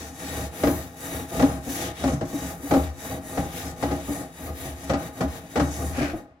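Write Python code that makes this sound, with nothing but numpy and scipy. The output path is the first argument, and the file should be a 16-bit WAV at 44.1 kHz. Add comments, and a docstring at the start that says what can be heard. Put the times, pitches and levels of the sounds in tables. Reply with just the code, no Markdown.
"""A gritty back-and-forth rasp: steel wool scrubbing a wire rack that lies in a steel sink.
Countless strands catch and let go, ringing the wires, while the dragging pad shakes rack and basin
into a rumble and a low drone. Hard strokes shove the rack so that it knocks and judders on the
basin; at the end it is slid round. Heard close by in a small, quiet kitchen, on the two
microphones of a phone."""
import sys
import numpy as np
from scipy import signal
from scipy.fft import rfft, irfft
from scipy.io import wavfile

SR = 44100
rng = np.random.default_rng(int(sys.argv[2]) if len(sys.argv) > 2 else 0)


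def wav_out(sig):
    """Save sig, one row per channel (or a flat mono array), as 16-bit PCM at SR to the path in sys.argv[1]."""
    wavfile.write(sys.argv[1], SR, np.round(np.clip(np.atleast_2d(sig).T, -1, 1) * 32767).astype(np.int16))


N = 282240
T = np.arange(N) / SR
LIFT_S = 6.18  # the pad leaves the rack
THUD_LAG_S = 0.00496  # the rack's weight lands this long after its rim touches
JUDDER_RISE_S = 0.0078

# Levels in all tables are relative.
# strokes of the pad, from one turn or catch of the hand to the next: (start [s], length [s],
# fastest point [share of length], rasp [dB], pull on the rack [dB], drone of the bottom [dB])
PAD_STROKES = [(-0.135, .28, 0.23, -42.5, -36, -38.5), (0.131, 0.37, 0.67, -38.5, -31.5, -33),
               (0.506, 0.4, 0.33, -40.5, -34, -29.5), (0.95, 0.32, 0.54, -37.5, -35, -37),
               (1.262, 0.36, 0.3, -40, -31.5, -30), (1.601, 0.33, 0.66, -39.5, -31.5, -46),
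               (1.942, 0.25, 0.4, -42, -34, -30.5), (2.23, 0.34, 0.65, -41, -36, -37),
               (2.598, .32, 0.36, -41, -35, -23.5), (2.953, 0.24, 0.69, -40, -33.5, -34.5),
               (3.203, 0.33, 0.49, -43, -34, -31.5), (3.47, 0.28, 0.52, -42, -35.5, -39),
               (3.746, 0.33, 0.3, -43.5, -32.5, -29.5), (4.013, 0.26, 0.42, -41.5, -34, -43.5),
               (4.319, 0.21, 0.67, -46, -35, -31), (4.524, 0.23, 0.5, -43, -38.5, -31),
               (4.737, 0.22, 0.78, -45.5, -39, -33.5), (4.952, 0.16, 0.48, -43, -35, -44),
               (5.112, 0.16, 0.68, -46, -36.5, -25), (5.252, 0.16, 0.6, -45, -39, -44),
               (5.472, 0.25, 0.5, -45, -37.5, -27.5), (5.656, 0.32, 0.42, -43, -32.5, -25),
               (5.91, 0.22, .38, -48.5, -33.5, -34.5), (6.153, 0.055, .35, -56.5, -42.5, -55)]
# colour of the strands: (frequency [Hz], level [dB])
STRAND_COLOUR = [(530, -18), (900, 5.5), (1040, -6), (1200, -1.5), (1310, -3), (1890, 1), (2060, -3),
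                 (2240, -0.5), (2550, -5.5), (3790, -8), (4820, -11), (6430, -3.5), (8470, -11.5),
                 (10400, -4.5), (15800, -12.5)]
# clearest tones of the rack's wires: (frequency [Hz], level [dB], t60 [s])
WIRE_MODES = [(1838, 0, 0.075), (2170, -17, 0.042), (3017, -9, 0.13), (3843, 3.5, 0.02),
              (4590, -1.5, 0.066), (5100, -11, .08), (5970, 1, 0.039), (6360, -19, 0.091), (6580, 4, 0.031),
              (7490, -7.5, 0.081), (10160, 4, 0.0073), (14000, -23.5, 0.029)]
# basin with the rack in it, before added damping: (frequency [Hz], level [dB], t60 [s])
BASIN_MODES = [(51, -16.5, 0.29), (74.4, -12.5, 0.64), (111.3, -11, 0.14), (137.1, -9, 0.35),
               (165.6, -12.5, 0.69), (182.6, -11, 0.24), (224.4, -3, 0.089), (252.8, -6, 0.29),
               (271.5, 0.5, 0.26), (281.7, 3, 0.16), (299.8, -3.5, 0.18), (353.5, -11.5, 0.37),
               (451, -6.5, 0.064), (509, -4.5, 0.084), (559, -4.5, 0.065), (633, -7.5, 0.46),
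               (652, -5.5, 0.14), (718, 0, 0.042), (790, -9, 0.43), (822.9, -6, 0.36), (1004, -22, 0.48),
               (1090, -12, 0.096), (1237, -8.5, 0.11), (1240, -35, 0.26), (1536, -22, 0.36),
               (1937, -13, 0.11)]
# dense upper ring of the steel: (frequency [Hz], level [dB])
CLANK_COLOUR = [(150, 7), (300, 4), (400, -0.5), (490, 10), (850, -0.5), (950, -8), (1400, -8.5),
                (2000, -13.5), (3000, -20), (6300, -23), (9000, -30), (16000, -72)]
# the rack hits the basin: (time [s], thud [dB], clank [dB], weight of the bottom modes [dB])
RACK_KNOCKS = [(0.634, -6.5, -15, -5), (0.669, -5.5, -17.5, -14), (1.394, -9.5, -16.5, 4),
               (1.421, -13, -17, -1), (2.036, -8.5, -19.5, 0.5), (2.075, -17, -22, -6),
               (2.124, -11, -39, 3), (2.209, -9, -24.5, 0), (2.709, -4.5, -16.5, -2.5),
               (2.735, -5, -17, -7), (2.759, -15, -27, 0), (3.372, -11, -21.5, 7.5), (3.825, -13, -18, 1),
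               (3.91, -13, -23, -16), (4.895, -8.5, -16, 0), (4.934, -15, -18.5, -1.5),
               (5.206, -10.5, -17.5, 2.5), (5.556, -17, -15.5, 3), (5.569, -7.5, -19, -3),
               (5.596, -5.5, -15, -1)]
# the rack gives way and judders on the steel: (time [s], peak [dB], slip rate [1/s])
RACK_JUDDERS = [(0.666, -16, 298), (1.115, -28.5, 310), (1.421, -7.5, 286), (1.663, -23, 285),
                (2.324, -20, 287), (2.63, -26, 280), (2.748, -13.5, 280), (4.078, -19, 283),
                (5.233, -21.5, 285), (5.971, -14.5, 244), (6.006, -13, 315), (6.131, -18.5, 305)]
# the rack slides round: (time [s], level [dB])
SLIDE_LEVEL = [(5.93, -41), (5.98, -33.5), (6.02, -29), (6.07, -34.5), (6.11, -36.5), (6.14, -52),
               (6.23, -79)]
# steel sliding on steel: (frequency [Hz], level [dB])
SCRAPE_COLOUR = [(200, -7), (700, 6.5), (1000, -10), (1350, -4), (1600, -3), (1850, -3.5), (2100, -6.5),
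                 (2400, -4), (3200, -16), (5500, -17), (8000, -25), (15000, -38)]
# ring time of the kitchen: (frequency [Hz], t60 [s])
KITCHEN_T60 = [(100, 0.34), (800, 0.45), (3000, 0.21), (8000, 0.1), (16000, 0.16)]
# room tone of the quiet kitchen: (frequency [Hz], level [dB])
ROOM_TONE_COLOUR = [(30, 1), (80, -41), (300, 0), (800, -5), (2000, -7), (6000, -27.5), (16000, -51)]
# stereo width of scattered sound: (frequency [Hz], side minus mid [dB])
SIDE_LEVEL = [(60, -6), (300, -20.5), (600, -13.5), (1100, 2), (16000, 1)]
# balance of the two microphones: (frequency [Hz], left minus right [dB])
MIC_BALANCE = [(60, 3.2), (150, 0.4), (280, 3), (600, -1.5), (1200, 5), (2500, 3), (5000, 4), (9000, 1),
               (15000, 2)]


def rasp(rasp_db, hiss_db=3, wires_db=-2, tufts_db=-11, roam=0.78, wire_count=4):
    """Fine strands flick off the wires, more often in a fast stroke; snagging tufts crackle coarsely."""
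    speed = undb(0.67 * (rasp_db - rasp_db.max()))
    fine = np.array([catches(5000 + 20000 * speed, scatter_db=1) for _ in range(2)])
    tufts = np.array([catches(800, scatter_db=2) for _ in range(2)])
    fine = unit(fine / np.sqrt(0.037 + speed)) * undb(wander(70))
    tufts = unit(tufts) * undb(tufts_db + 2 * wander(23))
    strands = unit(fine + tufts)
    hiss = highpass(colour(spread(strands), STRAND_COLOUR), 440)
    hiss = unit(pad_flex(hiss))
    hiss = hiss + 0.59 * (speed - .6) * highpass(hiss, 3900)  # faster strokes are brighter
    # the pad passes from wire to wire, so different ones ring in turn
    touch = np.exp(roam * np.array([wander(11) for _ in range(wire_count)]))
    touch = touch / np.sqrt(np.sum(touch ** 2, axis=0))
    wires = sum(ring(share * strands[k % 2] * undb(rasp_db), wire()) for k, share in enumerate(touch))
    return undb(rasp_db + hiss_db) * hiss + undb(wires_db) * wires


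def pad_flex(hiss, depth_db=3.5, rate_hz=7):
    """The pad flexes and rolls in the hand: parts of its spectrum swell and fade on their own."""
    edges_hz = [2500, 5000, 8000, 11500, 16000]
    bands = (signal.sosfilt(signal.butter(1, pair, "band", fs=SR, output="sos"), hiss)
             for pair in zip(edges_hz, edges_hz[1:]))
    return hiss + sum((undb(depth_db * wander(rate_hz)) - 1) * band for band in bands)


def wire(detune=0.0104, weak_db=-10, weak_t60=0.086, count=60):
    """One wire of the rack: the tones that all share, slightly detuned, and weaker ones of its own."""
    t = T[:SR // 12]
    own_hz = rng.uniform(1964, 15500, count)
    own_db = weak_db + 3.4 * rng.standard_normal(count)
    own = np.column_stack([own_hz, own_db, np.full(count, weak_t60)])
    hz, db, t60 = np.vstack([WIRE_MODES, own]).T[:, :, None]
    hz = hz * (1 + detune * rng.standard_normal(hz.shape))
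    modes = undb(db) / np.sqrt(t60) * np.exp((2j * np.pi * hz - np.log(1000) / t60) * t)
    phases = np.exp(2j * np.pi * rng.random((2, len(hz))))
    return unit_energy((phases @ modes).imag)


def stroke_level(peaks_db, power, lag_s, rest_db, fade_db_per_s):
    """Level in dB that follows a power of the hand's speed, which rises and falls in each stroke."""
    level = undb(rest_db - fade_db_per_s * np.maximum(T - LIFT_S, 0))
    for (start, length, fastest, *_), db in zip(PAD_STROKES, peaks_db):
        progress = (T - start - lag_s) / length
        speed = np.abs(np.sin(np.interp(progress, [0, fastest, 1], [0, np.pi / 2, np.pi])))
        level = np.hypot(level, undb(db) * speed ** power)
    return 20 * np.log10(level)


def rumble(drag_db, jerk_db=2.0, grit_db=-10):
    """The pad sticks and slips on the wires and shakes the basin, which the hand's weight damps."""
    slips = unit(catches(2500, scatter_db=1.0)) * undb(jerk_db * wander(40) + drag_db)
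    body = unit_energy(basin(bottom_db=4.5, wall_db=-0.5, tilt_db=-2.5, vary_db=-1.0, damping=14.3))
    grit = unit_energy(clank(t60=0.17, build_s=0.00031))
    return ring(slips, body) + undb(grit_db) * ring(slips, grit)


def drone(drone_db, gain_db=-3, bottom_hz=75.7, waver=0.0505):
    """Friction keeps a low mode of the basin's bottom swinging, unevenly."""
    phase = 2 * np.pi * np.cumsum(bottom_hz * (1 + waver * wander(30))) / SR
    return np.sqrt(2) * np.sin(phase) * undb(drone_db + gain_db + 2 * wander(22))


def knocks(body_db=-12):
    """The rack's rim clanks on the steel, then its weight rings the basin."""
    out = np.zeros((2, N))
    for start, thud_db, rim_db, bottom_db in RACK_KNOCKS:
        add(out, undb(rim_db) * clank(t60=0.12, build_s=0.002), start)
        tilt_db = min(0.64 * (rim_db - thud_db + 6), 0.5)  # the weaker the clank, the duller the thud
        thud = basin(bottom_db, wall_db=0, tilt_db=tilt_db, vary_db=3.5, damping=3.4)
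        add(out, undb(thud_db + body_db) * thud, start + THUD_LAG_S)
    return out


def judders(uneven=0.11, scatter_db=3, count=30):
    """Short runs of uneven slips, near the pitch of the basin's walls: they swell, then die away."""
    out = np.zeros((2, N))
    for start, peak_db, slip_hz in RACK_JUDDERS:
        gap, size = rng.standard_normal((2, count))
        when = np.cumsum(np.exp(uneven * gap)) / slip_hz
        force = when * np.exp(-when / JUDDER_RISE_S) * undb(scatter_db * size)
        slips = np.bincount((when * SR).astype(int), force)
        body = basin(bottom_db=6.5, wall_db=3.0, tilt_db=-7.5, vary_db=2.5, damping=56)
        shudder = signal.fftconvolve(slips[None], body, axes=-1)
        add(out, undb(peak_db) * shudder / np.abs(shudder).max(), start)
    return out


def slide():
    """The rack scrapes over the steel as it is turned round."""
    times, db = np.transpose(SLIDE_LEVEL)
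    snags = np.array([catches(6000, scatter_db=2) for _ in range(2)])
    grit = unit(colour(spread(snags), SCRAPE_COLOUR))
    sliding = (T > times[0]) & (T < times[-1])
    return grit * undb(np.interp(T, times, db) - wander(200)) * sliding


def basin(bottom_db, wall_db, tilt_db, vary_db, damping, bottom_below_hz=200, wall_below_hz=400):
    """Stereo ring of the basin; whatever leans on it adds damping [1/s]."""
    t = T[:SR // 2]
    out = np.zeros((2, len(t)))
    chance = rng.standard_normal((len(BASIN_MODES), 2))
    for k, ((hz, db, t60), (size, detune)) in enumerate(zip(BASIN_MODES, chance)):
        upper_db = tilt_db * np.log2(hz / 300)  # modes above the walls' tilt by the octave
        weight_db = bottom_db if hz < bottom_below_hz else wall_db if hz < wall_below_hz else upper_db
        # short waves reach the left and right microphones out of step
        skew = (-1) ** k * np.array([[0.16], [-0.16]]) * min(hz / 900, 1.5) ** 2
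        age = t[:int(t60 * SR)]
        wave = np.sin(2 * np.pi * hz * (1 + 0.0055 * detune) * age + skew)
        decay = np.exp(-(np.log(1000) / t60 + damping) * age)
        out[:, :len(age)] += (-1) ** k * undb(db + weight_db + vary_db * size) * wave * decay
    return out * (1 - np.exp(-t / 0.00058))


def clank(t60, build_s):
    """Dense upper modes of rack and basin; they build up as the wave crosses the steel."""
    t = T[:SR // 4]
    dense = unit(colour(spread(rng.standard_normal((2, len(t)))), CLANK_COLOUR))
    envelope = np.exp(-np.log(1000) * t / t60) * (1 - np.exp(-t / build_s))
    return highpass(dense * envelope, 95)


def kitchen_echo(x, wet_db=-11):
    """Diffuse echo of the small room around the sink, shorter in the treble."""
    hz, times, cells = signal.stft(spread(rng.standard_normal((2, SR // 2))), SR, nperseg=256)
    t60 = np.interp(hz, *np.transpose(KITCHEN_T60))
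    tail = signal.istft(cells * np.exp(-np.log(1000) * times / t60[:, None]), SR)[1]
    onset = np.clip(T[:tail.shape[1]] / 0.0076 - .5, 0, 1)
    return undb(wet_db) * ring(x, unit_energy(tail * onset))


def room_tone(level_db=-68):
    """Faint, steady air of the kitchen behind the scrubbing."""
    return undb(level_db) * unit(colour(spread(rng.standard_normal((2, N))), ROOM_TONE_COLOUR))


def catches(per_s, scatter_db):
    """Random tiny impulses, a few much larger than the rest."""
    hit = rng.random(N) < per_s / SR
    return hit * rng.standard_normal(N) * undb(scatter_db * np.minimum(rng.exponential(size=N), 4))


def wander(rate_hz):
    """Smooth random drift with rms 1."""
    knots = rng.standard_normal(N // 20)
    return unit(np.interp(T * rate_hz, np.arange(len(knots)), knots))


def spread(pair):
    """Two unrelated signals to left and right: alike in the bass, unrelated in the treble."""
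    side = colour(pair[1], SIDE_LEVEL)
    return np.array([pair[0] + side, pair[0] - side])


def ring(x, response):
    """Pass a signal through a stereo response."""
    return signal.oaconvolve(np.broadcast_to(x, (2, N)), response, axes=-1)[:, :N]


def add(out, x, start):
    """Mix a sound in at start [s]."""
    i = max(int(start * SR), 0)
    out[:, i:i + x.shape[1]] += x[:, :N - i]


def colour(x, points):
    """Filter by a (frequency [Hz], level [dB]) curve."""
    size = x.shape[-1]
    return irfft(rfft(x) * undb(curve_at_bins(points, size)), size)


def curve_at_bins(points, size):
    """Read a curve at the bins of a transform, on a log-frequency axis."""
    hz, value = np.transpose(points)
    bin_hz = np.arange(size // 2 + 1) * SR / size
    return np.interp(np.log(bin_hz + 1), np.log(hz), value)


def highpass(x, hz):
    """Second-order low cut."""
    return signal.sosfilt(signal.butter(2, hz, "high", fs=SR, output="sos"), x)


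def undb(db):
    """Decibels to gain."""
    return 10 ** (np.asarray(db) / 20)


def unit(x):
    """Scale to rms 1."""
    return x / np.sqrt(np.mean(x ** 2))


def unit_energy(response):
    """Scale a stereo response so that it keeps the level of noise."""
    return response / np.sqrt(np.sum(response ** 2) / 2)


def scene():
    """The sink up close, the kitchen behind; the heavy basin answers a moment later than the strands."""
    rasp_peaks, pull_peaks, drone_peaks = np.transpose(PAD_STROKES)[3:]
    rasp_db = stroke_level(rasp_peaks, power=0.93, lag_s=0, rest_db=-57.5, fade_db_per_s=250)
    drag_db = stroke_level(pull_peaks, power=1.1, lag_s=0.0069, rest_db=-46.5, fade_db_per_s=75.5)
    drone_db = stroke_level(drone_peaks, power=1.88, lag_s=0.064, rest_db=-56, fade_db_per_s=100)
    sink = rasp(rasp_db) + rumble(drag_db) + drone(drone_db) + knocks() + judders() + slide()
    return sink + room_tone() + kitchen_echo(sink)


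def record(dry, low_cut_hz=36, top_hz=15800, left_lag_samples=4):
    """The phone's two microphones differ in colour, the left slightly late; deep bass and top are cut."""
    balance_db = curve_at_bins(MIC_BALANCE, N) * np.array([[.5], [-.5]])
    left, right = highpass(irfft(rfft(dry) * undb(balance_db), N), low_cut_hz)
    sound = np.array([np.pad(left, (left_lag_samples, 0))[:N], right])
    return signal.sosfilt(signal.ellip(10, .2, 80, top_hz, fs=SR, output="sos"), sound)


dry = scene()
out = record(dry)
wav_out(out)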